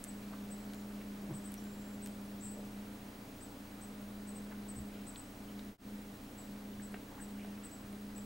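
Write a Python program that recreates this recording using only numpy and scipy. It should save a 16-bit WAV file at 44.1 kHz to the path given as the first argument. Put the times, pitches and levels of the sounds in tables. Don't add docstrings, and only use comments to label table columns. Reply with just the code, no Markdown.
import sys
import numpy as np
from scipy import signal
from scipy.fft import rfft, irfft
from scipy.io import wavfile
from scipy.ndimage import uniform_filter1d

SR = 44100
rng = np.random.default_rng(int(sys.argv[2]) if len(sys.argv) > 2 else 0)


def materialize(psi):
    bounded = np.clip(np.atleast_2d(psi).T, -1, 1)
    quanta = np.round(bounded * 32767).astype(np.int16)
    wavfile.write(sys.argv[1], SR, quanta)


N = 363825
TIME = np.arange(N) / SR


def gain_of(db):
    return 10 ** (np.asarray(db) / 20)


def unit_rms(x):
    return x / np.sqrt(np.mean(x ** 2) + 1e-20)


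def log_interp(points, hz):
    f, value = np.transpose(points)
    return np.interp(np.log(hz + 1), np.log(f + 1), value)


def add(mix, start_s, sound):
    part = mix[max(round(start_s * SR), 0):][:len(sound)]
    part += sound[:len(part)]


def drift(rate_hz):
    hz = np.fft.rfftfreq(N, 1 / SR)
    return unit_rms(irfft(rfft(rng.standard_normal(N)) * np.exp(-(hz / rate_hz) ** 2), N))


def band(x, hz, spread):
    edges_hz = [hz / spread, min(hz * spread, SR / 2 - 100)]
    return signal.sosfilt(signal.butter(2, edges_hz, "band", fs=SR, output="sos"), x)


def noise(n, hz, spread):
    return unit_rms(band(rng.standard_normal(n), hz, spread))


def tone(hz):
    return np.sqrt(2) * np.sin(2 * np.pi * np.cumsum(hz) / SR)


def swell(length_s):
    return np.sin(np.pi * np.linspace(0, 1, int(length_s * SR)) ** 0.58)


def pan(x, left_db):
    return x * gain_of(np.array([[left_db], [-left_db]]) / 2)


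def trees(x, t60_s, width):
    t = np.arange(SR // 2) / SR
    taps = rng.standard_normal((3, len(t))) * (rng.random((3, len(t))) < 2500 / SR) * (t > .006)
    taps = (taps[0] + width * taps[1:]) * gain_of(-60 * t / t60_s)
    return signal.fftconvolve(x[None], taps / np.linalg.norm(taps[0]), axes=1)[:, :N]


# t/s, level/dB, centre/Hz, spread/ratio, relative body level/dB
SCALE_SNAPS = [(.0407, -25, 8700, 1.22, -27), (.047, -34, 9500, 1.5, -19), (0.735, -40, 7000, 1.7, -6),
               (.746, -41, 8000, 1.5, -15), (1.52, -36, 10500, 1.17, -17), (1.5413, -31, 10500, 1.3, -17),
               (1.6405, -43, 11000, 1.25, -16), (2.061, -30.5, 9500, 1.5, -14),
               (2.073, -33, 10500, 1.7, -16), (2.2605, -50, 10500, 1.06, -15),
               (5.1591, -42, 3950, 1.12, -12), (5.161, -48, 3200, 1.09, -8), (5.593, -46, 3840, 1.1, -2),
               (7.927, -48, 10000, 1.07, -6), (8.181, -41, 10500, 1.25, -13)]

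def gnawing():
    out, t = np.zeros(N), np.arange(1024) / SR
    for start_s, db, hz, spread, body_db in SCALE_SNAPS:
        snap = band(signal.unit_impulse(len(t)), hz, spread)
        splinters = band(rng.standard_normal(len(t)), hz, spread) * np.exp(-t / 0.0014)
        body = 0.53 * gain_of(body_db) * noise(len(t), 2200, spread=1.77) * np.exp(-t / 0.0045)
        add(out, start_s, gain_of(db) * (snap / abs(snap).max() + 0.18 * splinters + body))
    nibbles = (rng.random(N) < 9 / SR) * rng.uniform(0.27, 1, N)
    out += gain_of(-39) * band(nibbles, 6200, spread=2.0)
    return pan(out + gain_of(-15.5) * trees(out, t60_s=0.086, width=0.61), left_db=0.5)


# t/s, length/s, level/dB, centre/Hz, spread/ratio
LOG_SCUFFS = [(0.326, 0.028, -52, 950, 1.6), (0.698, .012, -60, 2500, 1.5), (1.005, 0.027, -60, 1937, 1.3),
              (1.291, 0.089, -57, 700, 1.6), (2.566, 0.083, -55, 546, 1.18),
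              (4.501, 0.036, -52.5, 480, 1.5), (4.509, 0.031, -56.5, 1450, 1.45),
              (4.918, 0.11, -65, 2580, 1.32), (5.017, .035, -67, 3060, 1.06),
              (5.47, 0.055, -66.5, 3014, 1.06), (6.729, 0.014, -62, 3150, 1.08),
              (6.795, .012, -56, 1500, 1.2), (6.912, 0.041, -70, 10500, 1.1), (7.11, 0.13, -58, 880, 1.3),
              (7.174, 0.067, -60.5, 1690, 1.12), (7.375, 0.1, -62.5, 2420, 1.2),
              (7.61, 0.1, -64, 2100, 1.45)]
# t/s, level/dB
CONE_KNOCKS = [(6.9425, -36.5), (6.9535, -47), (7.4468, -43.5), (7.577, -49), (7.7617, -52)]
# f/Hz, relative level/dB, t60/s
WOOD_MODES = [(446, 0, 0.073), (754, 0.5, 0.047), (1610, 0.5, 0.034), (1860, -4, 0.026), (2740, -7, .04)]

def handling():
    out, t = np.zeros(N), np.arange(4096) / SR
    for start_s, length_s, db, hz, spread in LOG_SCUFFS:
        shape = swell(length_s)
        grains = rng.standard_normal(len(shape)) * (rng.random(len(shape)) < 3000 / SR)
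        add(out, start_s, gain_of(db) * shape * unit_rms(band(grains, hz, spread)))
    for start_s, db in CONE_KNOCKS:
        ring = sum(gain_of(mode_db - 60 * t / t60_s) * np.sin(2 * np.pi * hz * rng.uniform(.92, 1.03) * t)
                   for hz, mode_db, t60_s in WOOD_MODES)
        crunch = noise(len(t), 1630, spread=1.54) * np.exp(-t / 0.0055)
        add(out, start_s, gain_of(db) * (ring / abs(ring).max() + 0.26 * crunch))
    return out + gain_of(-10) * trees(out, t60_s=0.22, width=1.1)


# t/s, length/s, level/dB, f/Hz
LOW_BUMPS = [(1.291, 0.085, -43, 150.8), (1.295, 0.047, -44, 305), (4.765, 0.084, -49.5, 65),
             (4.767, 0.072, -52, 117)]

def bumps():
    out = np.zeros(N)
    for start_s, length_s, db, hz in LOW_BUMPS:
        shape = swell(length_s)
        pitch_hz = hz * (1 + 0.11 * drift(rate_hz=49)[:len(shape)])
        add(out, start_s, gain_of(db) * shape * tone(pitch_hz))
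    return out


# t/s, length/s, top f/Hz, level/dB
CHIRP_ARCHES = [(0.069, 0.045, 8130, -56), (.502, 0.05, 8130, -56), (1.336, 0.048, 8180, -55),
                (1.44, 0.056, 8180, -56), (2.019, 0.042, 8230, -54.5), (2.503, 0.042, 8100, -55.5),
                (3.406, 0.058, 8120, -58.5), (3.81, 0.048, 8220, -57.5), (4.27, 0.045, 8230, -58.5),
                (4.345, 0.046, 8220, -57.5), (4.681, 0.039, 8260, -53), (4.754, 0.045, 8190, -54.5),
                (5.065, 0.044, 8200, -52.5), (5.164, .049, 8200, -54), (6.376, .045, 7980, -57),
                (6.819, 0.046, 8100, -56), (7.201, 0.05, 8160, -56), (7.632, 0.046, 8160, -55),
                (7.708, 0.054, 8030, -58.5), (8.157, 0.047, 8020, -56)]

def chirps(top_share=0.358, rise_hz=1000, fall_hz=716, ends_db=-8):
    out = np.zeros(N)
    quiver_hz = 25 * drift(rate_hz=280)
    for start_s, length_s, top_hz, db in CHIRP_ARCHES:
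        n = int(length_s * SR)
        side = np.interp(np.linspace(0, 1, n), [0, top_share, 1], [-1, 0, 1])
        arch_hz = top_hz - np.where(side < 0, rise_hz, fall_hz) * side ** 2
        level = gain_of(db + ends_db * side ** 2) * signal.windows.tukey(n, .1)
        add(out, start_s, level * tone(arch_hz + quiver_hz[int(start_s * SR):][:n]))
    return out


def trill(length_s=0.1, pitch_hz=7950, climb_hz=600, climb_s=0.0118, swing_hz=560, rate_hz=64):
    t = np.arange(0, length_s, 1 / SR)
    effort = np.sin(np.pi * t / length_s)
    centre_hz = pitch_hz - climb_hz * np.exp(-(t / climb_s) ** 2)
    swing = signal.sawtooth(2 * np.pi * (t - .003) * rate_hz, width=.65)
    level = gain_of(-51.5 - 9.5 * (1 - effort)) * signal.windows.tukey(len(t), .06)
    return level * tone(centre_hz + swing_hz * np.sqrt(effort) * swing)


def near_bird(echo_s=0.0095):
    out = chirps()
    add(out, start_s=2.405, sound=trill())
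    out += gain_of(-9) * np.roll(out, int(echo_s * SR))
    return pan(out + gain_of(-6.5) * trees(out, t60_s=0.45, width=0.7), left_db=4.2)


# t/s, length/s, f/Hz, level/dB
FAR_WHISTLES = [(0.571, 0.088, 7730, -70), (.72, .11, 7220, -71), (1.573, 0.016, 5780, -58),
                (1.575, 0.21, 7350, -69.5), (1.755, 0.23, 7500, -69)]

def far_bird():
    out = np.zeros(N)
    waver_hz = 150 * drift(rate_hz=160)
    for start_s, length_s, hz, db in FAR_WHISTLES:
        pitch_hz = hz + waver_hz[int(start_s * SR):][:int(length_s * SR)]
        add(out, start_s, gain_of(db) * tone(pitch_hz) * signal.windows.tukey(len(pitch_hz), .4))
    return 0.88 * out + gain_of(-5.5) * trees(out, t60_s=0.27, width=0.92)


# t/s, level/dB
MOTOR_LEVEL = [(0.0, -61), (0.07, -50), (0.32, -47), (2.82, -48), (3.19, -59), (3.28, -53), (3.33, -64),
               (3.93, -50), (4.41, -47), (5.03, -49), (5.26, -65), (5.49, -48.5), (5.7, -48.5), (5.77, -66),
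               (5.86, -50), (5.93, -47), (6.25, -60), (6.41, -56), (6.43, -49.5), (6.92, -48), (7.1, -61),
               (7.26, -48), (7.56, -47.5), (7.74, -60), (7.93, -48), (8.25, -48)]
# multiple, relative level/dB
MOTOR_HARMONICS = [(1, 0), (2, -18), (3, -26)]
# f/Hz, level/dB
DRIVE_TONES = [(29.3, -63.5), (58.6, -68.5), (87.7, -66.5), (117, -64), (263.4, -62.5), (292.3, -59.5)]

def camera_motor(hum_hz=204.7, beat_hz=7.2):
    turns = np.cumsum(hum_hz + 0.74 * drift(rate_hz=3.93)) / SR
    level = gain_of(np.interp(TIME, *np.transpose(MOTOR_LEVEL)) + .5 * drift(rate_hz=67))
    hum = level * sum(gain_of(db) * np.sin(2 * np.pi * k * turns) for k, db in MOTOR_HARMONICS)
    hum += gain_of(-63) * np.sin(2 * np.pi * (turns - beat_hz * TIME))
    drive = sum(gain_of(db) * np.sin(2 * np.pi * (hz * TIME + rng.random()) + 0.26 * drift(rate_hz=2.9))
                for hz, db in DRIVE_TONES)
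    rattle = gain_of(-60.5) * noise(N, 240.3, spread=1.17)
    return np.sqrt(2) * (hum + drive) + rattle


def camera_whine(whine_hz=15735, flutter_hz=60, tremolo_hz=14, buzz_hz=4001):
    flutter_db = 2 * np.sin(2 * np.pi * flutter_hz * TIME)
    tremolo = 1 + 0.5 * np.sin(2 * np.pi * tremolo_hz * TIME)
    whine = gain_of(-68.3 + flutter_db) * np.sin(2 * np.pi * whine_hz * TIME)
    buzz = gain_of(-80.5) * np.sin(2 * np.pi * buzz_hz * TIME + drift(rate_hz=120))
    return np.sqrt(2) * (tremolo * whine + buzz)


# f/Hz, relative density/dB
HISS_SPECTRUM = [(30, -1.5), (70, -6.5), (140, -1), (280, 0), (400, -2), (600, -3.5), (1000, -8),
                 (1600, -11), (2500, -14.5), (4000, -18), (6300, -21), (10000, -22.5), (15000, -25)]
# f/Hz, correlation
HISS_CORRELATION = [(100, 1), (280, 0.98), (500, 0.83), (1000, 0.33), (2000, 0.3), (4000, 0.49),
                    (6000, 0.83), (8000, 1), (12000, 1)]

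def hiss(level_db=-53.5, fall_db_per_s=0.1156):
    frames, hz = N // 256 + 5, np.fft.rfftfreq(1024, 1 / SR)[:, None]
    a, b, c, d, patches = rng.standard_normal((frames, 513, 5)).T
    patches = unit_rms(uniform_filter1d(uniform_filter1d(patches, size=14, axis=0), size=14, axis=1))
    drift_db = 0.78 * patches / (1 + (hz / 4000) ** 2)
    correlation = log_interp(HISS_CORRELATION, hz)
    left = a + 1j * b
    right = correlation * left + np.sqrt(1 - correlation ** 2) * (c + 1j * d)
    spectra = np.array([left, right]) * gain_of(log_interp(HISS_SPECTRUM, hz) + drift_db)
    stereo = unit_rms(signal.istft(spectra, nperseg=1024, noverlap=768)[1][:, :N])
    return gain_of(level_db - fall_db_per_s * TIME) * stereo


def scene():
    birds = near_bird() + far_bird()
    squirrel = gnawing() + handling() + bumps()
    return squirrel + birds + camera_motor() + camera_whine() + hiss()


def record(dry):
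    dip_s, dip_half_s, floor_db, cutoff_hz = 5.776, 0.092, -44, 15950
    dip = np.minimum(gain_of(floor_db) + abs(TIME - dip_s) / dip_half_s, 1)
    lowpass = signal.firwin(1023, cutoff_hz, window=("kaiser", 9), fs=SR)
    return signal.oaconvolve(dry * dip, lowpass[None], "same")


dry = scene()
out = record(dry)
materialize(out)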